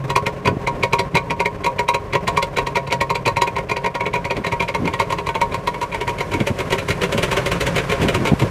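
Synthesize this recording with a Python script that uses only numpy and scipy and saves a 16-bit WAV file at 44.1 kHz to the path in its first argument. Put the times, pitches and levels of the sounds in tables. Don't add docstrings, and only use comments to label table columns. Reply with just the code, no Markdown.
import sys
import numpy as np
from scipy import signal
from scipy.io import wavfile
from scipy.ndimage import uniform_filter1d

SR = 44100
rng = np.random.default_rng(int(sys.argv[2]) if len(sys.argv) > 2 else 0)


def bounce(signal):
    frames = np.transpose(np.atleast_2d(signal))
    limited = np.clip(frames, -1, 1)
    pcm = np.round(limited * 32767).astype(np.int16)
    wavfile.write(sys.argv[1], SR, pcm)


N = 374850
TIME = np.arange(N) / SR

# (time [s], intensity [0-1])
ENGINE_INTENSITY = [(0, .05), (.9, .2), (1.4, 0), (2.8, .12), (3.7, 0), (4.4, .2), (5.8, .12), (6.9, .4),
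                    (7.5, 1), (8.15, .85), (8.5, .45)]
# (time [s], distance [0 close by, 1 pulling away])
DISTANCE = [(3.9, 0.059), (4.6, 0.27), (6, 0.43), (6.8, 0.82), (7.3, 1), (8.5, .92)]
# (frequency [Hz], relative level [dB])
THROB_SPECTRUM = [(15, -22), (30, -2.5), (50, -3.5), (70, -4), (100, -2.5), (135, -6.5), (175, -3.5),
                  (220, -12), (300, -12), (500, -17.5), (2000, -51), (15000, -64)]
CHUFF_SPECTRUM = [(200, -20.5), (300, -2), (355, -11), (410, 12), (465, 2), (545, 8.5), (610, 3),
                  (675, 0.5), (800, -3), (885, -12), (942, 7.5), (1000, -1.5), (1075, 7), (1300, -28.5),
                  (5000, -41), (15000, -39)]
RASP_SPECTRUM = [(200, 5.5), (800, 5.5), (1400, 7), (2200, 4.5), (3000, -3), (4000, -9), (6000, -12.5),
                 (9000, -19), (15000, -40)]
# (frequency [Hz], width [Hz], height [dB])
STANDING_WAVES = [(136, 25, -0.5), (174.4, 10, 7.5)]
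# (time [s], level [dB])
DRONE_LEVEL = [(.08, -27), (.2, -37.5), (.95, -34), (1.5, -48), (2.3, -41.5), (2.9, -34), (3.9, -42),
               (6.6, -41), (7.2, -32.5), (8.5, -33)]
# (time [s], strength [dB], silencer ring [dB])
FIRINGS = [(.102, -19, -20.5), (0.162, -14.5, -12.5), (.267, -15.5, -23), (0.457, -18.5, -19.5),
           (0.475, -14.5, -15), (0.674, -17.5, -19), (0.835, -13.5, -18.5), (.933, -14.5, -15),
           (.993, -14.5, -19.5), (1.153, -14, -15.5), (1.17, -14.5, -18), (1.307, -19, -21.5),
           (1.403, -18, -18), (1.458, -17.5, -21.5), (1.645, -19.5, -26), (1.664, -16.5, -17),
           (1.793, -15.5, -17), (1.888, -15, -13.5), (1.945, -16, -21), (2.134, -17.5, -25.5),
           (2.153, -14.5, -16.5), (2.279, -15, -17), (2.373, -17, -13), (2.427, -16.5, -23),
           (2.57, -15.5, -27), (2.586, -15.5, -18.5), (2.67, -20.5, -22), (2.757, -21, -17),
           (2.769, -15, -29), (2.874, -29, -30), (2.91, -22, -28), (2.926, -15.5, -21.5),
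           (3.012, -16.5, -18), (3.103, -18.5, -16), (3.154, -18.5, -23.5), (3.261, -16.5, -21.5),
           (3.278, -15.5, -14.5), (3.369, -17, -17.5), (3.42, -16.5, -12.5), (3.475, -20, -22.5),
           (3.565, -22.5, -20), (3.585, -20.5, -32), (3.696, -21.5, -26.5), (3.715, -18, -21),
           (3.768, -20.5, -23), (3.844, -20.5, -20.5), (3.862, -18, -19), (3.952, -20.5, -23),
           (4.008, -20, -22), (4.064, -18, -25.5), (4.139, -19, -18), (4.157, -17.5, -26.5),
           (4.251, -21.5, -26), (4.308, -17, -21.5), (4.368, -24, -32), (4.446, -21.5, -24.5),
           (4.467, -20, -31), (4.523, -17.5, -21), (4.604, -17.5, -21.5), (4.625, -22, -24.5),
           (4.686, -19.5, -24.5), (4.748, -17.5, -18), (4.855, -25, -26.5), (4.876, -20.5, -21.5),
           (4.938, -21, -22.5), (4.999, -17, -14), (5.017, -20.5, -37), (5.104, -23.5, -24.5),
           (5.124, -22.5, -18), (5.186, -24.5, -23), (5.269, -24, -23), (5.29, -22.5, -18.5),
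           (5.352, -20.5, -19.5), (5.415, -18, -13.5), (5.523, -31, -31), (5.544, -23.5, -21.5),
           (5.674, -20, -15), (5.744, -28.5, -27.5), (5.815, -24, -21.5), (5.829, -26, -23),
           (5.924, -27, -30), (5.946, -22, -22.5), (6.012, -20.5, -26), (6.078, -22.5, -20),
           (6.094, -24, -41), (6.186, -26.5, -38), (6.207, -21, -26), (6.319, -25.5, -34),
           (6.338, -20.5, -24.5), (6.403, -23, -34), (6.471, -19, -26.5), (6.589, -24.5, -37),
           (6.604, -23, -27.5), (6.706, -25.5, -32), (6.725, -16.5, -22.5), (6.785, -21.5, -41),
           (6.887, -21, -29), (6.905, -18.5, -34), (7.018, -19.5, -33), (7.035, -19, -27),
           (7.125, -20, -29.5), (7.179, -19, -27), (7.231, -17, -30), (7.315, -19, -36),
           (7.328, -26, -24.5), (7.37, -18.5, -30), (7.462, -20, -30), (7.517, -20, -31),
           (7.609, -19.5, -34), (7.667, -19.5, -35), (7.762, -18, -32), (7.782, -18, -32),
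           (7.899, -22, -38), (7.919, -18.5, -25.5), (8.018, -22.5, -37), (8.03, -25.5, -30),
           (8.085, -17, -29), (8.147, -18, -25.5), (8.253, -21, -23), (8.273, -18.5, -23),
           (8.397, -24, -29), (8.42, -25, -25.5)]
# (frequency [Hz], relative level [dB])
NEAR_POP_SPECTRUM = [(100, -16.5), (400, 8.5), (800, 1.5), (1300, -2), (2000, -4.5), (3000, -2),
                     (3600, -11.5), (5000, -17.5), (8000, -17), (11000, -23), (15000, -30)]
FAR_POP_SPECTRUM = [(100, -43), (400, 12), (800, -11.5), (1300, 6), (2200, -1.5), (3100, 6.5), (4000, -9),
                    (5000, -8.5), (8000, -6), (11000, -11.5), (15000, -16)]
# (frequency [Hz], width [Hz], height [dB])
TIP_PEAKS = [(1413, 35, 11.5), (1507, 19, 12.5), (1895, 76, 15), (2112, 136, 9), (2201, 177, 9.5),
             (2410, 215, 12), (2667, 58, 6.5), (3355, 140, 7.5), (3986, 360, 13), (4680, 560, 9.5),
             (5690, 470, 7.5), (6400, 360, 6), (7070, 150, 7.5)]
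# (frequency [Hz], relative level [dB], t60 [s])
SILENCER_MODES = [(949.4, 1.5, 0.13), (1021.6, 1.5, 0.053), (1077.3, -9.5, 0.14), (1140, -12.5, 0.13)]
PIPE_MODES = [(132, -1.5, 0.12), (177.3, -9, 0.19), (411.1, -1.5, 0.18), (497.2, -2, 0.1),
              (544.2, -0.5, 0.11), (590, -3, 0.02), (666.7, -7, 0.15)]
# (time [s], relative level [dB], half-length [s])
BUFFETS = [(.5, -14.5, 0.087), (0.571, -11, 0.0087), (0.777, -24.5, .14), (1.148, -11, 0.017),
           (1.319, -22.5, .05), (3.271, -18, 0.028), (4.388, -20.5, 0.063), (4.849, -14.5, 0.089),
           (6.365, -16, 0.049), (6.413, -9, 0.025), (6.512, -11, 0.019), (6.907, -12, .03),
           (6.98, -21.5, 0.031), (7.159, -13, 0.029), (8.046, -12, 0.067), (8.212, -17, 0.14),
           (8.322, -2, 0.0093), (8.337, -2.5, 0.0087), (8.433, -7, 0.033)]
# (frequency [Hz], relative level [dB])
WIND_SPECTRUM = [(20, -30), (50, -34), (100, 3), (170, -1.5), (280, -5), (420, -10.5), (700, -18),
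                 (1500, -55), (6000, -69)]
# (frequency [Hz], relative level [dB])
RUSH_SPECTRUM = [(200, -5), (400, 15), (560, 5.5), (800, -5), (1400, -0.5), (2400, -3), (4000, -11.5),
                 (8000, -16.5), (12000, -19), (15000, -54)]

IDLE_HZ, RISE_HZ = 48.93, 7
ROLL_START_S, ROLL_TAKES_S = 3.47, .4
LEAK_SAMPLES = 700


def amp(db):
    return 10 ** (np.asarray(db) / 20)


def unit_rms(x):
    return x / np.sqrt(np.mean(x ** 2) + 1e-20)


def wander(samples):
    return unit_rms(uniform_filter1d(rng.standard_normal(N), samples))


def curve(rows):
    return np.interp(TIME, *np.transpose(rows))


def add(mix, s, sound):
    part = mix[max(round(s * SR), 0):][:len(sound)]
    part += sound[:len(part)]


def colour(x, spectrum, peaks=(), size=4096):
    hz = abs(np.fft.fftfreq(size, 1 / SR))
    knots_hz, level = np.transpose(spectrum)
    db = np.interp(np.log(hz + 1), np.log(knots_hz), level)
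    for centre, width, height in peaks:
        db = db + height / (1 + (2 * (hz - centre) / width) ** 2)
    log_response = np.conj(signal.hilbert(np.log(amp(db))))
    impulse = np.fft.ifft(np.exp(log_response)).real
    return signal.oaconvolve(x, impulse / np.linalg.norm(impulse))[:N]


def piston_strokes():
    intensity = curve(ENGINE_INTENSITY)
    stroke_hz = (IDLE_HZ + RISE_HZ * intensity) * (1 + 0.05 * wander(2000))
    turns = np.cumsum(stroke_hz) / SR
    stroke = turns.astype(int)
    strength = amp(2.33 * rng.standard_normal(1024))[stroke]
    kicks = np.diff(stroke, prepend=0) * strength
    flow = strength * (4.4 + np.exp(-(turns % 1) / 0.45))
    throb_noise, chuff_noise, rasp_noise = rng.standard_normal((3, N))
    pulses = unit_rms(kicks) + 1.5 * unit_rms(flow * throb_noise)
    throb = unit_rms(colour(pulses, THROB_SPECTRUM, STANDING_WAVES, size=16384))
    chuff = unit_rms(colour(flow * chuff_noise, CHUFF_SPECTRUM))
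    rasp = unit_rms(colour((flow + 0.2) * rasp_noise, RASP_SPECTRUM))
    return (amp(-33 + 7 * intensity) * throb
            + amp(-34 + 5 * intensity) * chuff
            + amp(-42.5 + 13.5 * intensity) * rasp)


def pipe_drone(hz=134.8):
    sway, swell = wander(2600), wander(2600)
    turns = np.cumsum(hz * (1 + 0.0239 * sway)) / SR
    return amp(curve(DRONE_LEVEL) + 2.1 * swell) * np.sqrt(2) * np.sin(2 * np.pi * turns)


def gas_blast(far, size=4000):
    t = (np.arange(size) - LEAK_SAMPLES) / SR
    before, after = np.minimum(t, 0), np.maximum(t, 0)
    leak, jet, fronts = rng.standard_normal((3, size))
    mid_band = signal.butter(2, [1500, 3600], "band", fs=SR, output="sos")
    rasp = unit_rms(signal.sosfilt(mid_band, leak))
    spit = rasp * amp(-16.5 - 2 * far) * np.exp(-((t + 0.0051) / 0.0034) ** 2)
    spent = unit_rms(signal.lfilter(*signal.butter(1, 5000, fs=SR), leak))
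    tail = spent * (t >= 0) * amp(-14 + 9.2 * far) * np.exp(-after / (0.0096 + 0.0061 * far))
    rise_s, decay_s = 0.0019 + 0.0012 * far ** 2, 0.007 + 0.0045 * far
    burst = np.exp(before / rise_s - after / decay_s)
    shocks = amp(11 - 8.9 * far) * fronts * (rng.random(size) < 600 / SR) * burst
    shocks[LEAK_SAMPLES] += amp(8 - 13 * far ** 2)
    pop = spit + tail + burst * jet + shocks
    bang = pop[LEAK_SAMPLES:][:size // 11]
    return pop / np.sqrt(np.mean(bang ** 2))


def tailpipe_pops():
    out, distance = np.zeros(N), curve(DISTANCE)
    hz, near_db = np.transpose(NEAR_POP_SPECTRUM)
    far_db = np.interp(hz, *np.transpose(FAR_POP_SPECTRUM))
    treble = np.clip(np.log2(hz / 2700) / 1.45, 0, 1)
    for s, db, ring_db in FIRINGS:
        far = distance[round(s * SR)]
        rolling = np.clip((s - ROLL_START_S) / ROLL_TAKES_S, 0, 1)
        snap_db = 2 - 4 * rolling + 2.2 * rng.standard_normal()
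        snap_db += 0.7 * max(ring_db - db, 0)
        spectrum = np.transpose([hz, (1 - far) * near_db + far * far_db + snap_db * treble])
        peaks = []
        for centre, width, height in TIP_PEAKS:
            detune, lift = 1 + rng.normal(0, [0.0081, 0.25])
            peaks.append((centre * detune, width, height * (1 - 0.58 * far) * lift))
        bark = (2410 - 410 * far, 450, 2.5)
        metallic_edge = (4300, 800, 0.62 * max(snap_db, 0))
        pop = colour(gas_blast(far), spectrum, peaks + [bark, metallic_edge], size=2048)
        add(out, s - LEAK_SAMPLES / SR, amp(db - 2.09) * pop)
    return out


def ring(modes, scatter, size=8000, onset_samples=550):
    t = np.arange(size) / SR
    hz, db, t60 = np.transpose(modes)[:, :, None]
    detune, strength = rng.standard_normal((2, len(modes), 1))
    phase = 1.23 * rng.standard_normal((len(modes), 1))
    envelopes = amp(db + 2.45 * strength - 60 * t / t60)
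    tones = np.sin(2 * np.pi * hz * (1 + scatter * detune) * t + phase)
    sound = (envelopes * tones).sum(0) * (1 - np.exp(-t / 0.0021))
    return sound / np.sqrt(np.mean(sound[:onset_samples] ** 2))


def exhaust_ringing():
    out, distance = np.zeros(N), curve(DISTANCE)
    for s, db, ring_db in FIRINGS:
        far = distance[round(s * SR)]
        boom_db = db - 5.5 + 3.5 * far
        add(out, s - .0008, amp(ring_db) * ring(SILENCER_MODES, scatter=0.0081 + 0.0383 * far ** 2))
        add(out, s - .001, amp(boom_db) * ring(PIPE_MODES, scatter=0.014 + 0.029 * far ** 2))
    return out


def outdoor_echoes(x, t60_s=0.099, size=9000):
    t = np.arange(size) / SR
    taps = rng.standard_normal(size) * (rng.random(size) < 2000 / SR)
    taps *= (t > .004) * amp(-60 * t / t60_s)
    send = amp(-11 + 3.3 * curve(DISTANCE))
    return signal.oaconvolve(x * send, taps / np.linalg.norm(taps))[:N]


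def wind_buffets():
    air, out = colour(rng.standard_normal(N), WIND_SPECTRUM), np.zeros(N)
    for s, db, half_s in BUFFETS:
        size = int(2 * half_s * SR)
        eddy = air[rng.integers(N - size):][:size] * signal.windows.hann(size)
        add(out, s - half_s, amp(db - 9) * unit_rms(eddy))
    return out


def driving_rush():
    gain = amp(-35.5 + 0.59 * wander(1500)) * curve(DISTANCE)
    return gain * unit_rms(colour(rng.standard_normal(N), RUSH_SPECTRUM))


def scene():
    exhaust = tailpipe_pops() + exhaust_ringing()
    car = exhaust + outdoor_echoes(exhaust) + piston_strokes() + pipe_drone() + driving_rush()
    return (car + wind_buffets())[None]


def record(dry, low_hz=33, high_hz=15150):
    bass_cut = signal.lfilter(*signal.butter(2, low_hz, "high", fs=SR), dry)
    band_limit = signal.firwin(401, high_hz, window=("kaiser", 9), fs=SR)
    return signal.oaconvolve(np.clip(bass_cut, -1, 1), band_limit[None], "same")


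dry = scene()
out = record(dry)
bounce(out)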